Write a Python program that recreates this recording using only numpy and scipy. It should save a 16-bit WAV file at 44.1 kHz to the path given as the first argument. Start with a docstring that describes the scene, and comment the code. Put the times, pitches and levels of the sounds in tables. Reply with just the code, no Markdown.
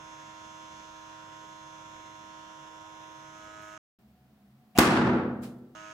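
"""A quiet concrete room, and close by a handheld smoke machine, heard before and after it.
The machine's piston pump knocks about 105 times a second, as shaped harmonics, under the nozzle's filtered noise.
It swings round, turns harder in tone and is cut off dead. In the room faint narrow-band noise swells, then a
balloon bursts: noise bursts, a pressure pulse and a decaying echo that a limiter holds flat; scraps of rubber land.
Then the buzz of the machine cuts back in."""
import sys
import numpy as np
from scipy import signal
from scipy.fft import irfft, next_fast_len
from scipy.io import wavfile
from scipy.ndimage import uniform_filter1d, map_coordinates

SR = 44100
rng = np.random.default_rng(int(sys.argv[2]) if len(sys.argv) > 2 else 0)


def waveform_to_disk(signal):
    """Save audio, clipped to [-1, 1], as 16-bit WAV at the path in sys.argv[1]."""
    frames = np.transpose(np.atleast_2d(signal))
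    scaled = np.clip(frames, -1, 1) * 32767
    samples = np.round(scaled).astype(np.int16)
    wavfile.write(sys.argv[1], SR, samples)


N = 261501
TIME = np.arange(N) / SR
PUMP_HZ = 105.353
BURST_S = 4.7862


def gain_of(db):
    """Decibels to an amplitude factor."""
    return 10 ** (np.asarray(db) / 20)


def evened(x):
    """Scales to rms 1."""
    return x / np.sqrt(np.mean(abs(x) ** 2) + 1e-20)


def read(points, hz):
    """Interpolates a table on a log-frequency axis."""
    point_hz, value = np.transpose(points)
    return np.interp(np.log(hz + 1), np.log(point_hz + 1), value)


def chance(*shape):
    """Complex normal numbers of rms 1."""
    return evened(rng.standard_normal(shape) + 1j * rng.standard_normal(shape))


# left-right likeness of the sound field [freq_hz, correlation]
LIKENESS = [(60, 0.99), (250, 0.97), (600, 0.87), (1300, 0.53), (2400, -0.24), (4400, 0.12), (6500, 0.19),
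            (8500, 0.86), (15000, 0.87)]


def paired(fields, hz):
    """Mixes two unrelated fields into a left-right pair with the tabled likeness."""
    same = np.clip(read(LIKENESS, hz), -1, 1)
    right = same * fields[0] + np.sqrt(1 - same ** 2) * fields[1]
    return np.array([fields[0], right])


def noise(colour, count=N):
    """Stereo noise of rms 1; colour(hz) gives the relative gain."""
    size = next_fast_len(count, True)
    hz = np.fft.rfftfreq(size, 1 / SR)
    spectrum = paired(chance(2, len(hz)), hz) * colour(hz)
    return evened(irfft(spectrum, size)[:, :count])


def wavering(centre_hz, width_hz):
    """Noise in one narrow resonance: an unsteady tone."""
    return noise(lambda hz: 1 / (1 + (2 * (hz - centre_hz) / width_hz) ** 2))


def rasps(rows, low_hz):
    """Noise bursts with a linear rise and an exponential decay."""
    out = np.zeros((2, N))
    age_s = np.arange(SR // 3) / SR
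    for start_s, level_db, rise_s, t60_s, corner_hz in rows:
        decay_db = -60 * np.maximum(age_s - rise_s, 0) / t60_s
        swell = np.minimum(age_s / rise_s, 1) * gain_of(level_db + decay_db)
        hiss = noise(lambda hz: hz / np.hypot(hz, low_hz) / np.hypot(1, hz / corner_hz), len(age_s))
        part = out[:, round(start_s * SR):][:, :len(age_s)]
        part += (swell * hiss)[:, :part.shape[1]]
    return out


# wash of the quiet room [freq_hz, relative_db_per_hz]
AIR = [(18, -53.5), (30, -20), (59, -10.5), (168, -8), (213, -4), (270, -8.5), (467, -17.5), (656, -17.5),
       (728, -13), (830, -19), (1020, -20), (1200, -21), (4700, -30.5), (7700, -37.5), (11500, -37.5),
       (15500, -31.5)]
AIR_DB = -66.5
# ventilation drone [centre_hz, width_hz, level_db]
DRONE = [(72, 8.7, -74.5), (131.5, 10, -68.5), (208.7, 32, -65), (657, 8, -84), (735, 9.3, -76)]


def room_air():
    """Faint broadband wash plus the wavering narrow bands of ventilation."""
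    drone = sum(gain_of(level_db) * wavering(centre_hz, width_hz) for centre_hz, width_hz, level_db in DRONE)
    return gain_of(AIR_DB) * noise(lambda hz: gain_of(read(AIR, hz))) + drone


def low_drone(centre_hz=143, width_hz=14, level_db=-67):
    """Low ventilation drone under the machine, as narrow noise."""
    return gain_of(level_db) * wavering(centre_hz, width_hz)


# scraps of rubber landing [start_s, level_db, rise_s, t60_s, treble_corner_hz]
SCRAPS = [(5.168, -68.5, 0.0052, .12, 13800), (5.413, -58, 0.016, 0.078, 12050),
          (5.425, -49.5, 0.012, 0.28, 2150), (5.58, -74, 0.0048, 0.13, 14000)]


def scraps():
    """Rubber scraps land: short noise bursts thinned in the bass."""
    return rasps(SCRAPS, low_hz=1500)


# diffuse echo colour [freq_hz, relative_db_per_hz]
ECHO = [(30, -40.5), (55, -19), (75, -15), (130, -5), (230, -3), (350, -2), (520, -8), (800, -6.5),
        (1450, -4.5), (2000, -11), (2500, -12.5), (3200, -16), (6000, -21), (15000, -28.5)]
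ECHO_DB = -1
# diffuse echo decay [freq_hz, t60_s]
ECHO_T60 = [(60, 1.2), (250, 1.09), (500, 1), (1000, 0.79), (1600, 0.74), (2400, 0.65), (3500, 0.58),
            (6000, 0.45), (10000, .34), (15000, 0.2)]
# standing waves between the walls [freq_hz, level_db, t60_s]
ROOM_MODES = [(124.7, -26.5, 1.7), (144.2, -16.5, 0.88), (208.1, -9, 1.07), (243.5, -11.5, 1.334),
              (324, -8, 0.83), (369, -14, 1.04), (496, -28.5, 1.4), (679, -25, 1.0), (765, -24, 1.0),
              (842, -23.5, 1.0), (1346, -25.5, 1)]


def echo(build_s=0.00072):
    """Bare walls keep the bang alive: a diffuse tail that loses its treble first, and standing waves."""
    hz, t, z = signal.stft(noise(lambda hz: gain_of(read(ECHO, hz))), SR, nperseg=512)
    fade_db = ECHO_DB - 60 * np.maximum(t - BURST_S, 0) / read(ECHO_T60, hz)[:, None]
    tail = signal.istft(z * gain_of(fade_db), SR, nperseg=512)[1][:, :N]
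    age_s = np.maximum(TIME - BURST_S, 0)
    waves = np.zeros(N)
    for freq_hz, level_db, t60_s in ROOM_MODES:
        waves += gain_of(level_db - 60 * age_s / t60_s) * np.sin(2 * np.pi * (freq_hz * age_s + rng.random()))
    return (tail + waves) * np.minimum(age_s / build_s, 1)


# faint swells just before the bang [start_s, end_s, centre_hz, width_hz, level_db]; level before the swell
PRELUDE = [(4.749, 4.784, 190, 65, -39), (4.749, 4.784, 735, 76, -39), (4.749, 4.783, 2600, 600, -47)]


def prelude():
    """A faint narrow-band noise swell just before the bang, under half-sine envelopes."""
    out = np.zeros((2, N))
    for start_s, end_s, centre_hz, width_hz, level_db in PRELUDE:
        swell = np.sin(np.pi * np.clip((TIME - start_s) / (end_s - start_s), 0, 1))
        out += gain_of(level_db) * swell * wavering(centre_hz, width_hz)
    return out


# noise of the bang, led by a soft rumble and a tick; level before the left-right tilt
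# [start_s, level_db, rise_s, t60_s, treble_corner_hz]
BANG_NOISE = [(4.749, -40.5, 0.022, 0.28, 298.8), (4.7772, -14.5, 0.0011, 0.0022, 1103),
              (4.7842, -9.5, 0.0052, 0.022, 13980), (4.7862, 1, 0.00058, 0.036, 3500),
              (4.7912, 4.5, 0.00037, 0.016, 1190)]


def bang_noise(right_db=1.5):
    """Noise bursts of the bang, led by a soft rumble and a tick, stronger on the right."""
    return rasps(BANG_NOISE, low_hz=150) * gain_of([[-right_db], [right_db]])


# blast and nearest echoes [start_s, pulse_scale_db, push_s]
BLASTS = [(4.787, 16, 0.0013), (4.7909, 11.5, 0.00096), (4.7948, 11, 0.0013)]


def blast(ring_hz=290, ring_db=7, ring_t60_s=0.044):
    """The freed air pushes out, sucks back and swings as a decaying sine."""
    out = np.zeros(N)
    for start_s, scale_db, push_s in BLASTS:
        u = np.maximum(TIME - start_s, 0) / push_s
        out += gain_of(scale_db) * (1 - u) * np.exp(-u) * np.minimum(u / 0.25, 1)
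    age_s = np.maximum(TIME - BURST_S, 0)
    return out + gain_of(ring_db - 60 * age_s / ring_t60_s) * np.sin(2 * np.pi * ring_hz * age_s)


# droplets in the nozzle [start_s, level_db]
SPITS = [(3.378, -68), (3.44, -70), (3.618, -63), (3.648, -66), (3.678, -65), (3.704, -72), (3.726, -67)]


def spits(rise_s=.003, t60_s=.07, corner_hz=8860):
    """Droplets of fluid sputter in the hot nozzle: short noise bursts."""
    rows = [(start_s, level_db, rise_s, t60_s, corner_hz) for start_s, level_db in SPITS]
    return rasps(rows, low_hz=2000)


# middle and duration of the machine's one swing
TURN_S, TURN_TAKES_S = 3.36, .56


def turned(t):
    """How far the machine has swung round: 0 = aside .. 1 = facing."""
    return .5 + .5 * np.sin(np.pi * np.clip((t - TURN_S) / TURN_TAKES_S, -.5, .5))


# machine treble, used relative to the table's mean [time_s, treble_db]
TREBLE = [(0.03, -61.5), (0.88, -60.5), (0.91, -64.5), (0.95, -63), (1.78, -63), (3.1, -65), (3.75, -59)]
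# how far each frequency follows it [freq_hz, share]
BEAMED = [(1000, 0.05), (2200, 0.64), (3400, 0.34), (7000, 1), (11000, 0.1)]


def aimed(t, hz):
    """The treble is beamed, so it varies as the machine moves: dB by time and frequency."""
    time_s, treble_db = np.transpose(TREBLE)
    return np.outer(np.interp(t, time_s, treble_db - treble_db.mean()), read(BEAMED, hz))


# machine balance between the microphones [freq_hz, left_minus_right_db]
LEAN = [(100, -2.5), (300, -2.5), (1500, -0.5), (2400, -6), (4400, -2), (5500, -2), (15000, 1)]


def leaning(hz):
    """Left and right gains for the machine, held mostly to the right."""
    return gain_of(np.array([[.5], [-.5]]) * read(LEAN, hz))


# knock's change when the machine faces the microphones [freq_hz, change_db]
FRONT = [(400, -2), (1100, -0.5), (1600, 6), (2100, 2), (2600, 4.5), (3300, -1.5), (4000, -6.5), (7000, 0),
         (11000, 2)]


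def front_db(hz):
    """Spectral change of the knock from aside to facing."""
    return read(FRONT, hz)


# nozzle hiss and rumble [freq_hz, relative_db_per_hz]
HISS = [(25, -13), (70, -1.5), (110, -5.5), (200, -3), (380, -9.5), (520, -8.5), (750, -11), (1000, -7),
        (1350, -8), (2000, -10), (3000, -11), (6800, -24), (8300, -34.5), (15000, -38.5)]
HISS_DB = -58  # before wander, aim and throb


def nozzle(patchy_db=2.5, front_share=0.21):
    """Vapour hisses out, throbbing at the pump rate; its colour wanders with the turbulent jet."""
    hz, t, z = signal.stft(noise(lambda hz: gain_of(read(HISS, hz)) * leaning(hz)), SR, nperseg=1024)
    grain = uniform_filter1d(rng.standard_normal(z.shape[1:]), size=7, axis=0)
    patches = evened(uniform_filter1d(grain, size=25, axis=1))
    wander_db = patchy_db * patches * read([(200, 0.68), (1500, 1)], hz)[:, None]
    facing_db = front_share * np.outer(front_db(hz), turned(t))
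    shaped = z * gain_of(wander_db + facing_db + aimed(t, hz).T)
    hiss = signal.istft(shaped, SR, nperseg=1024)[1][:, :N]
    throb = 1 + .2 * np.cos(2 * np.pi * PUMP_HZ * TIME)
    return gain_of(HISS_DB) * hiss * throb


# dull part of each knock [freq_hz, base_db_per_harmonic]
THUD = [(105, -72), (420, -77.5), (740, -66.5), (850, -71.5), (1200, -65), (1600, -69), (1800, -74.5),
        (2200, -73), (2450, -82.5), (2650, -110)]
# upper harmonics [freq_hz, base_db_per_harmonic]
BUZZ = [(2300, -86), (2800, -73), (3500, -77.5), (4000, -77), (4400, -103), (4900, -81), (5400, -84.5),
        (6300, -83.5), (7200, -80.5), (8200, -102), (10000, -96), (10800, -101.5), (12000, -105),
        (15000, -112)]
# narrow casing rings, machine aside [centre_hz, above_buzz_db]
CASING = [(2420, 6), (2740, 9), (3265, 5), (3480, 7), (5265, 9), (5370, 12), (5585, 8), (5900, 7),
          (6005, 7), (6320, 11), (7900, 10), (10535, 8), (10850, 13), (11165, 9)]
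# levels and left-right balance of single pump harmonics, strong or weak, against the knock; leads of left over right
# [centre_hz, aside_db, facing_db, left_minus_right_db, lead_aside_rad, lead_facing_rad]
SINGLES = [(316, 17, 18.5, -5.5, -0.9, 0.6), (527, 3.5, -0.5, -11, 1.5, -8.5), (632, 7.5, 16, 5, 0.43, 0.5),
           (948, 14, 8.5, -12.5, 0.07, 1.6), (1054, 13.5, 7.5, 0.5, 1.03, 1), (1264, 2, 10, -10, -2.7, 0.9),
           (1380, 2, 2, 0, 1.1, 1.5), (1475, 9.5, 7.5, -4, -2.5, -1.5)]
SINGLE_WIDTH_HZ = 70
DIRECT_SMEAR = .25  # share of reflection smear left below 4 kHz when facing


def harmonics(t, hz, buzz_db=0.0, uneven_db=3.57, smear_size=0.89, ears_apart=1.0):
    """Spectrum of one knock, changing with the turn: complex harmonics by ear and time."""
    facing, ears = turned(t)[:, None], np.array([.5, -.5])[:, None, None]
    single_hz, aside_db, facing_db, pan_db, lead_aside, lead_facing = np.transpose(SINGLES)
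    near = 1 / (1 + (2 * (hz - single_hz[:, None]) / SINGLE_WIDTH_HZ) ** 4)
    between = np.clip(1 - near.sum(0), 0, 1)
    singles_db = ((1 - facing) * aside_db + facing * facing_db + ears * pan_db) @ near
    # the lower casing rings fade as the machine turns to face
    rings_db = sum(db / (1 + ((hz - centre_hz) / 30) ** 2) for centre_hz, db in CASING)
    rings_db = rings_db * (1 - np.sqrt(facing) * (hz < 4000))
    knock_db = np.maximum(read(THUD, hz), read(BUZZ, hz) + buzz_db)
    knock_db = knock_db + aimed(t, hz) + facing * front_db(hz)
    ragged_db = uneven_db * between * rng.standard_normal(len(hz))
    size = leaning(hz)[:, None] * gain_of(knock_db + singles_db + rings_db + ragged_db)
    # causal ring: phase from the Hilbert transform of the log magnitude
    both = np.log(size.mean(0))
    causal = -signal.hilbert(np.hstack([both, both[:, :0:-1]])).imag[:, :len(hz)]
    # reflections smear it, less so once the knock arrives directly
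    indirect = 1 - facing * (1 - DIRECT_SMEAR) * (hz < 4000)
    smear_rad = smear_size * read([(300, 0.71), (1500, 1.7), (3200, 3.0), (5500, 1.63)], hz)
    smear = smear_rad * rng.standard_normal(len(hz))
    # random phase gap between the microphones, by frequency
    apart_rad = read([(300, 0.6), (1500, 2.4), (2400, 1.07), (4500, 1.62), (6000, 0.48), (8500, 0.14)], hz)
    apart = ears_apart * between * apart_rad * rng.standard_normal((2, 1, len(hz)))
    phase = causal + indirect * (smear + apart)
    phase[0] += ((1 - facing) * lead_aside + facing * lead_facing) @ near
    return size * np.exp(1j * phase)


# reflections that shift as the hand moves [freq_hz, base_db_per_harmonic]
SHIFTING = [(100, -77), (500, -103), (1000, -85.5), (1400, -76), (2000, -98.5), (3000, -95), (4400, -121),
            (6000, -72), (7300, -89.5), (8300, -106), (15000, -114)]
KNOCK_S = 5.7594  # nominal time of one knock, before jitter


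def pump(drift_hz=1.73, jitter_cycles=0.0012, shake_db=0.73, trim_db=-0.53):
    """The piston knocks steadily; reflections that shift with the hand make its weaker harmonics swim."""
    t = np.linspace(0, N / SR, 240)
    hz = PUMP_HZ * np.arange(150)
    low_pass = signal.butter(2, drift_hz, fs=1 / t[1])
    # the first half only settles the filter
    slow = signal.lfilter(*low_pass, chance(2, 2 * len(t), len(hz)), axis=1)[:, len(t):]
    lines = harmonics(t, hz) + gain_of(read(SHIFTING, hz)) * paired(evened(slow), hz)
    cycle = irfft(lines * (hz > 0), 2048) * 2048 / np.sqrt(2)
    # no two strokes are quite alike in timing or force
    strokes = TIME * PUMP_HZ + (-KNOCK_S * PUMP_HZ) % 1
    draws = rng.standard_normal((2, int(strokes[-1]) + 2))
    late, force = (np.interp(strokes + .5, np.arange(len(r)), r) for r in draws)
    place = [TIME / t[1], (strokes + jitter_cycles * late) % 1 * cycle.shape[2]]
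    wave = np.array([map_coordinates(c, place, order=1, mode="nearest") for c in cycle])
    return wave * gain_of(trim_db + shake_db * force)


def heard(spans):
    """1 inside the spans and 0 outside, with abrupt edges."""
    inside = sum(1. * ((TIME > start_s) & (TIME < end_s)) for start_s, end_s in spans)
    return uniform_filter1d(inside, size=40)


# when the machine is heard [start_s, end_s]
PUMP_ON = [(-.1, 3.778), (5.7505, 6.1)]
# when the room is heard [start_s, end_s]
ROOM_ON = [(3.988, 5.7505)]


def scene(low_cut_hz=52):
    """The machine, the balloon in its room, the machine again."""
    room = room_air() + scraps() + echo() + prelude() + bang_noise() + blast()
    room = signal.sosfilt(signal.butter(3, low_cut_hz, "highpass", fs=SR, output="sos"), room)
    machine = low_drone() + spits() + nozzle() + pump()
    return room * heard(ROOM_ON) + machine * heard(PUMP_ON)


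EDGE_HZ = 15900


def record(dry, limit_db=-23, range_db=16, ratio=8, sense_s=0.0045):
    """A limiter of finite range holds the echo level; the blast overloads; then the band limit."""
    r = np.exp(-1 / (sense_s * SR))
    power = signal.lfilter([1 - r], [1, -r], (dry ** 2).mean(0))
    power_db = 10 * np.log10(power + 1e-12)
    cut_db = np.clip((power_db - limit_db) * (1 - 1 / ratio), 0, range_db)
    held = dry / gain_of(uniform_filter1d(cut_db, size=60))
    clipped = np.clip(held, -.92, .92)
    low_pass = signal.firwin(255, EDGE_HZ, window=("kaiser", 9), fs=SR)
    return signal.oaconvolve(clipped, low_pass[None], "same")


dry = scene()
out = record(dry)
waveform_to_disk(out)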